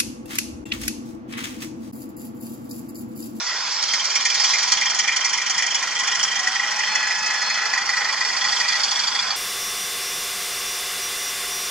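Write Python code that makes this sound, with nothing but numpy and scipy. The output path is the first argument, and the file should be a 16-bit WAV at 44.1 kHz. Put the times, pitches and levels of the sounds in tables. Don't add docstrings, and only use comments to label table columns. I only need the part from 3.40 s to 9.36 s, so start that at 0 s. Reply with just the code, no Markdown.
import sys
import numpy as np
from scipy import signal
from scipy.fft import rfft, irfft, next_fast_len
from scipy.io import wavfile
from scipy.ndimage import uniform_filter1d, map_coordinates

SR = 44100
rng = np.random.default_rng(int(sys.argv[2]) if len(sys.argv) > 2 else 0)


def gain_from_db(level_db):
    decades = np.asarray(level_db, float) / 20
    return 10 ** decades


def master_out(mix):
    frames = np.transpose(np.atleast_2d(mix))
    ceiling = np.clip(frames, -1, 1)
    pcm = np.round(ceiling * 32767).astype(np.int16)
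    wavfile.write(sys.argv[1], SR, pcm)


N = 262836

# frequency in Hz, left-right correlation (0-1).
PORT_LIKENESS = [(25, .3), (60, 0.7), (150, .92), (1000, 0.91), (1600, 0.79), (2000, 0.92), (2800, 0.64),
                 (3200, 0.8), (3900, .3), (4600, 0.75), (5100, 0.81), (5700, 0.97), (6200, .2),
                 (6700, 0.94), (7300, 0.35), (11000, .1)]


def unit(x):
    return x / np.sqrt(np.mean(x ** 2) + 1e-20)


def along(points, hz):
    f, v = np.transpose(points)
    return np.interp(np.log(hz + 1), np.log(f + 1), v)


def curves(rows):
    s, *cols = np.transpose(rows)
    return [np.interp(np.arange(N) / SR, s, c) for c in cols]


def wobble(rate_hz):
    knots = rng.standard_normal(int(N * rate_hz / SR) + 4)
    return map_coordinates(knots, [np.arange(N) * rate_hz / SR])


def filtered(x, response):
    m = next_fast_len(N + 8192)
    return irfft(rfft(x, m) * response(np.fft.rfftfreq(m, 1 / SR)), m)[..., :N]


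def ringing(x, modes):
    f = np.fft.rfftfreq(next_fast_len(N + 8192), 1 / SR)
    h = 0
    for k, (centre_hz, width_hz, db) in enumerate(modes):
        damping = 1j * f * width_hz
        h = h + (-1) ** k * gain_from_db(db) * damping / (centre_hz ** 2 - f * f + damping)
    h = h * np.abs(h) ** 0.33
    return filtered(x, lambda hz: h / np.sqrt(np.mean(np.abs(h) ** 2)))


def rush(spectrum, patchy_db):
    z = signal.stft(rng.standard_normal((2, N)), nperseg=512)[2]
    field = uniform_filter1d(rng.standard_normal(z.shape[1:]), size=4, axis=0)
    field = uniform_filter1d(field, size=8, axis=1)
    pair = signal.istft(z * gain_from_db(patchy_db * unit(field)), nperseg=512)[1][:, :N]
    return unit(filtered(pair, lambda hz: gain_from_db(along(spectrum, hz))))


def bursts(at_s, level_db, rise_s, t60_s, rough_db, blow, between_db):
    starts = np.bincount((at_s * SR).astype(int), gain_from_db(level_db) ** 2, N)
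    t = np.arange(SR // 5) / SR
    shape = ((1 - np.exp(-t / rise_s)) * gain_from_db(-60 * t / t60_s)) ** 2
    power = signal.fftconvolve(starts, shape / shape.max())[:N]
    power = np.roll(power, -round(0.0027 * SR))
    power = power + gain_from_db(between_db) ** 2 * uniform_filter1d(power, size=SR // 10)
    grain = unit(gain_from_db(rough_db * wobble(400)) * rng.standard_normal((2, N)))
    contacts = np.sqrt(np.abs(power)) * grain
    blows = np.sqrt(starts * shape.sum() / shape.max()) * rng.choice([-1, 1], (2, N))
    blows = np.roll(blows, round(0.002 * SR), axis=1)
    return np.sqrt(1 - blow) * contacts + np.sqrt(blow) * blows


def wheels():
    # time in s, nearness (0-1), flange scrape in dB.
    passing = [(0, 0.02, 1.8), (.5, 0, 3.5), (.88, 0, 2.5), (1.08, 0.4, 9), (1.3, 0.7, 3.5),
               (1.55, 0.42, -1), (2, 0.52, -1.7), (2.75, 0.88, -1.5), (3.5, 0.79, -0.5), (4.08, 0.7, 0.6),
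               (4.4, 0.82, -1.7), (4.8, 0.84, 0), (5.28, 1, 1.5), (5.6, 1, 0), (5.96, .98, -1.1)]
    # Hz, dB per Hz.
    roll_spectrum = [(240, -51), (400, -17.5), (648, -12.5), (800, -6.5), (1060, -0.5), (1170, -5),
                     (1400, -1), (1680, -4), (1900, -3), (2420, -3), (2690, -8), (3300, -10.5), (3780, -56),
                     (4000, -36), (5200, -31), (8800, -120)]
    hiss_spectrum = [(2060, -45), (3450, -5), (3900, -7), (4420, -1), (5020, 1), (5670, -2.5), (6710, -8.5),
                     (7470, -13), (8060, -32.5), (9010, -28), (10900, -44), (11800, -41), (15300, -84),
                     (22000, -120)]
    fizz_spectrum = [(6650, -25), (11300, -10), (11900, -18), (13700, 2), (14500, -25)]
    sheen_spectrum = [(6400, -40), (7300, 3.5), (8100, -7.5), (8900, -6), (9700, -23.5), (10800, -13),
                      (11800, -38)]
    board_spectrum = [(12, -49), (20, -13), (70, -14), (97, -6), (129, -9.5), (172, -0.5), (214, -1.5),
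                      (293, -5.5), (360, -3), (424, -16.5), (520, -6.5), (680, 1), (1140, -120)]
    near, scrape_db = curves(passing)
    roll_db = -33 + 2.5 * near + 0.24 * scrape_db + 0.4 * wobble(9)
    hiss_db = -31.5 + scrape_db + 0.32 * wobble(11)
    fizz_db = -80 + 15 * near + 0.5 * wobble(9.3)
    sheen_db = -67 + 22 * near + 1.2 * wobble(12)
    rumble_db = -55.5 + 4 * near
    out = gain_from_db(roll_db) * rush(roll_spectrum, patchy_db=2.0)
    out += gain_from_db(hiss_db) * rush(hiss_spectrum, patchy_db=2.2)
    out += gain_from_db(fizz_db) * rush(fizz_spectrum, patchy_db=2.5)
    out += gain_from_db(sheen_db) * rush(sheen_spectrum, patchy_db=2)
    return out + gain_from_db(rumble_db) * rush(board_spectrum, patchy_db=1.5)


def hum():
    # frequency in Hz, level in dB.
    layout_tones = [(365, -65), (6092, -51)]
    t = np.arange(N) / SR
    out = 0
    for hz, db in layout_tones:
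        start_phase = rng.uniform(0, 2 * np.pi, (2, 1))
        drift = hz / 1800 * wobble(25) + 1.0 * wobble(7.4)
        out = out + gain_from_db(db + 3 * wobble(5.1)) * np.sin(2 * np.pi * hz * t + start_phase + drift)
    return np.sqrt(2) * out


def knocks():
    # start in s, strength in dB, extra on first tooth in dB, box ring in dB, rattle in dB.
    gear_turns = [(0.091, -17, -7, -18, -9.5), (0.4236, -11.5, 1, -12.5, -9.5),
                  (.7532, -8, 1.5, -12, -10.5), (1.0403, -9, 3.5, -12.5, -9),
                  (1.3179, -7.5, 5.5, -13.5, -10.5), (1.5883, -7.5, 3, -12, -11.5),
                  (1.8467, -9, 4, -12, -10.5), (2.0978, -8, 3, -13, -11.5), (2.3453, -9.5, 6, -14, -13.5),
                  (2.59, -7.5, 2.5, -14.5, -13.5), (2.83, -8.5, 5, -14, -14.5),
                  (3.0703, -10.5, 5, -9.5, -15), (3.3106, -12.5, 4, -7, -13.5),
                  (3.5513, -13, 3.5, -6, -11.5), (3.783, -14.5, -1, -6.5, -9), (4.016, -15.5, 2.5, -6, -8),
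                  (4.253, -15.5, 1, -6, -7.5), (4.4897, -14.5, 1.5, -2.5, -9.5),
                  (4.7234, -14, -0.5, -6, -6.5), (4.964, -10.5, -0.5, -10.5, -8),
                  (5.2002, -11, 0.5, -9.5, -7.5), (5.434, -8.5, 1, -18.5, -10),
                  (5.6705, -10.5, 2.5, -18.5, -11), (5.9042, -11.5, 2, -18, -12.5)]
    # place in the turn (0-1), strength in dB, box ring in dB, rattle in dB.
    worn_teeth = [(0, -1.5, -2, 1.5), (.188, -1.5, -5, -2.9), (.336, 0.4, 1.5, -0.4),
                  (0.515, -0.6, -1.7, -1.4), (0.667, -2.6, 0.5, 1.1), (0.845, -1, -4.5, -2.3)]
    # time in s, strength in dB, box ring in dB, rattle in dB.
    extra_knocks = [(.065, -20, -9, -6), (.095, -20.5, -3.5, -11), (.131, -26, -3, -19),
                    (.158, -27, -16, -19), (.698, -12, -14, -18), (1.672, -17.5, -2, -27),
                    (2.957, -14.5, -7, -23), (4.177, -24.5, 5, -16), (4.378, -20, -2, -7),
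                    (4.566, -21.5, -3.5, -2), (4.645, -17.5, -8, -8), (3.471, -22, -1.5, -19),
                    (5.282, -20, -2, -7)]
    jitter_s, scatter_db, colour_db = 0.0015, 0.8, 1.2
    start, db, first_db, box_db, rattle_db = np.transpose(gear_turns)[..., None]
    place, tooth_db, tooth_box_db, tooth_rattle_db = np.transpose(worn_teeth)
    length = np.diff(start, axis=0)[np.r_[:len(gear_turns) - 1, -1]]
    luck = rng.standard_normal((len(gear_turns), len(worn_teeth), 4))
    at = start + place * length + jitter_s * luck[..., 0] * (place > 0)
    db = db + tooth_db + first_db * (place == 0) + scatter_db * luck[..., 1]
    box_db = box_db + tooth_box_db + colour_db * luck[..., 2]
    rattle_db = rattle_db + tooth_rattle_db + colour_db * luck[..., 3]
    inside = at < N / SR
    extras = np.transpose(extra_knocks)
    return [np.r_[v[inside], extra] for v, extra in zip((at, db, box_db, rattle_db), extras)]


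def drive():
    # time in s, side panel share of rattle (0-1), low box mode share (0-1), thud in dB.
    facing = [(0, 1, 1, -8), (.7, 0.33, 0, -19), (1.3, 0.44, 0.2, -15), (2, 0.19, 0.3, -16),
              (2.8, 0.21, 0.78, -15), (3.5, 0.18, 0.8, -10.5), (4.2, 0.61, 0.74, -4), (4.8, 0.78, 0.73, -6),
              (5.4, 0.79, 0.97, -14.5), (5.96, 0.97, 0, -9.5)]
    # time in s, level in dB.
    roof_seen = [(0, -19.5), (1.3, -19.5), (3.1, -19.5), (3.6, -20.5), (4.6, -21.5), (5, -18.5),
                 (5.96, -18.5)]
    # centre in Hz, width in Hz, level in dB.
    box_low_modes = [(1937, 67, -2), (2423, 77, -7.5)]
    box_high_modes = [(1846, 58, 1), (2117, 116, 0), (2390, 84, 3)]
    roof_modes = [(2920, 176, 1.5), (3174, 49, 11), (3400, 43, 4)]
    ridge_modes = [(3400, 170, 0)]
    panel_modes = [(4436, 380, 5), (4856, 296, 12.5), (4990, 310, 8), (5700, 50, 5.5), (7020, 54, 2.5)]
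    nose_modes = [(4800, 280, 2.5), (5450, 152, 2.5), (5764, 80, 6.5), (6660, 420, 1.5), (8450, 1900, -14),
                  (10930, 330, -24)]
    thud_modes = [(815, 84, 0), (1047, 49, 1), (1250, 108, 0), (1572, 260, -2)]
    at, db, box_db, rattle_db = knocks()
    panels, low, thud_db = curves(facing)
    panels, low = np.sqrt(np.clip([panels, low], 0, 1))
    roof_db = np.interp(at, *np.transpose(roof_seen)) + 1.56 * rng.standard_normal(len(db))

    box = bursts(at, db + box_db - 2, rise_s=0.0049, t60_s=0.14, rough_db=4.0, blow=0.08, between_db=-7.5)
    roof = bursts(at, db + roof_db, rise_s=0.0054, t60_s=0.13, rough_db=2.5, blow=0.08, between_db=-10)
    rattle = bursts(at, db + rattle_db - 1.5, rise_s=0.0077, t60_s=0.076, rough_db=1.5, blow=0,
                    between_db=-11.5)
    thud = bursts(at, db - 11.5, rise_s=0.007, t60_s=0.16, rough_db=-0.5, blow=0, between_db=-7.5)

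    shell = ringing(low * box, box_low_modes)
    shell += ringing(np.sqrt(1 - low ** 2) * box, box_high_modes)
    shell += ringing(np.sqrt(1 - panels ** 4) * roof, roof_modes)
    shell += ringing(gain_from_db(-0.5) * panels ** 2 * roof, ridge_modes)
    shell += ringing(panels * rattle, panel_modes)
    shell += ringing(np.sqrt(1 - panels ** 2) * rattle, nose_modes)
    shell += ringing(gain_from_db(thud_db) * thud, thud_modes)
    top_hz, order = 11300, 12
    return filtered(shell, lambda hz: 1 / np.sqrt(1 + (hz / top_hz) ** (2 * order)))


def whine():
    # time in s, mesh rate in Hz, level in dB.
    mesh_course = [
        (2.9, 725, -73),
        (2.97, 731, -45.5),
        (3.08, 747, -36),
        (3.2, 799, -39.5),
        (3.31, 841, -38.5),
        (3.46, 859, -39),
        (4.36, 857, -41),
        (4.43, 885, -70),
        (4.5, 856, -79),
    ]
    # level while rising in dB, level once steady in dB, swell in dB, time of a peak in s, period in s.
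    overtones = [(-1.2, -1, 3.5, 3.58, .22), (-21, 5, 1.5, 4, 0.31), (-14, 0.9, 4.5, 3.86, 0.28),
                 (-13, -4, 5.5, 4.1, 0.62), (-15, -3, 9.5, 3.52, .565), (-21, 0, 3.5, 3.72, .36)]
    lock_s, settle_s = 3.43, 0.036
    fade_db_per_s = -7
    mesh_hz, level_db = curves(mesh_course)
    phase = 2 * np.pi * np.cumsum(mesh_hz) / SR + 0.24 * wobble(17)
    t = np.arange(N) / SR
    steady = 1 / (1 + np.exp((lock_s - t) / settle_s))
    gear = 0
    for k, (rise_db, steady_db, swell_db, peak_s, period_s) in enumerate(overtones):
        swell = swell_db * np.cos(2 * np.pi * (t - peak_s) / period_s)
        db = rise_db + steady * (steady_db - rise_db + swell)
        if k == 0:
            db = db + fade_db_per_s * np.maximum(t - lock_s, 0)
        start_phase = rng.uniform(0, 2 * np.pi, (2, 1))
        gear = gear + gain_from_db(db + 1.5 * wobble(14)) * np.sin((k + 1) * phase + start_phase)
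    return np.sqrt(2) * gain_from_db(level_db) * gear


def scene():
    def split(hz):
        angle = np.arccos(np.clip(along(PORT_LIKENESS, hz), -1, 1)) / 2
        return np.array([np.cos(angle), np.sin(angle)])
    alike, unlike = filtered(wheels() + hum() + drive() + whine(), split)
    return np.array([alike + unlike, alike - unlike])


def top_cut(x):
    return signal.sosfilt(signal.butter(12, 15040, fs=SR, output="sos"), x)


def record(dry):
    # frequency in Hz, lead in radians.
    port_lead = [(100, 0.16), (3000, -0.23), (4000, 0.91), (4600, 0.78), (5600, 2.5), (6200, -1),
                 (7000, -0.92), (8300, .8), (11000, 1.2)]
    # frequency in Hz, left minus right in dB.
    port_tilt = [(100, 0), (3500, -1), (4300, -1), (5300, -6.5), (6200, -1.5), (6600, 2.5), (7200, 14),
                 (8000, 30), (8700, 10), (9600, 16), (10600, 26), (11300, 25), (11800, 4), (13500, 36)]
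    top_hz = 14430

    def ports(hz):
        ratio, lead = gain_from_db(along(port_tilt, hz)), along(port_lead, hz)
        summed = 1 + ratio ** 2 + 2 * ratio * along(PORT_LIKENESS, hz) * np.cos(lead)
        gain = 2 * np.array([ratio, np.ones_like(hz)]) / np.sqrt(summed)
        return (hz < top_hz) * gain * np.exp(0.5j * np.array([[-1], [1]]) * lead)
    return top_cut(filtered(dry, ports))


dry = scene()
out = record(dry)
master_out(out)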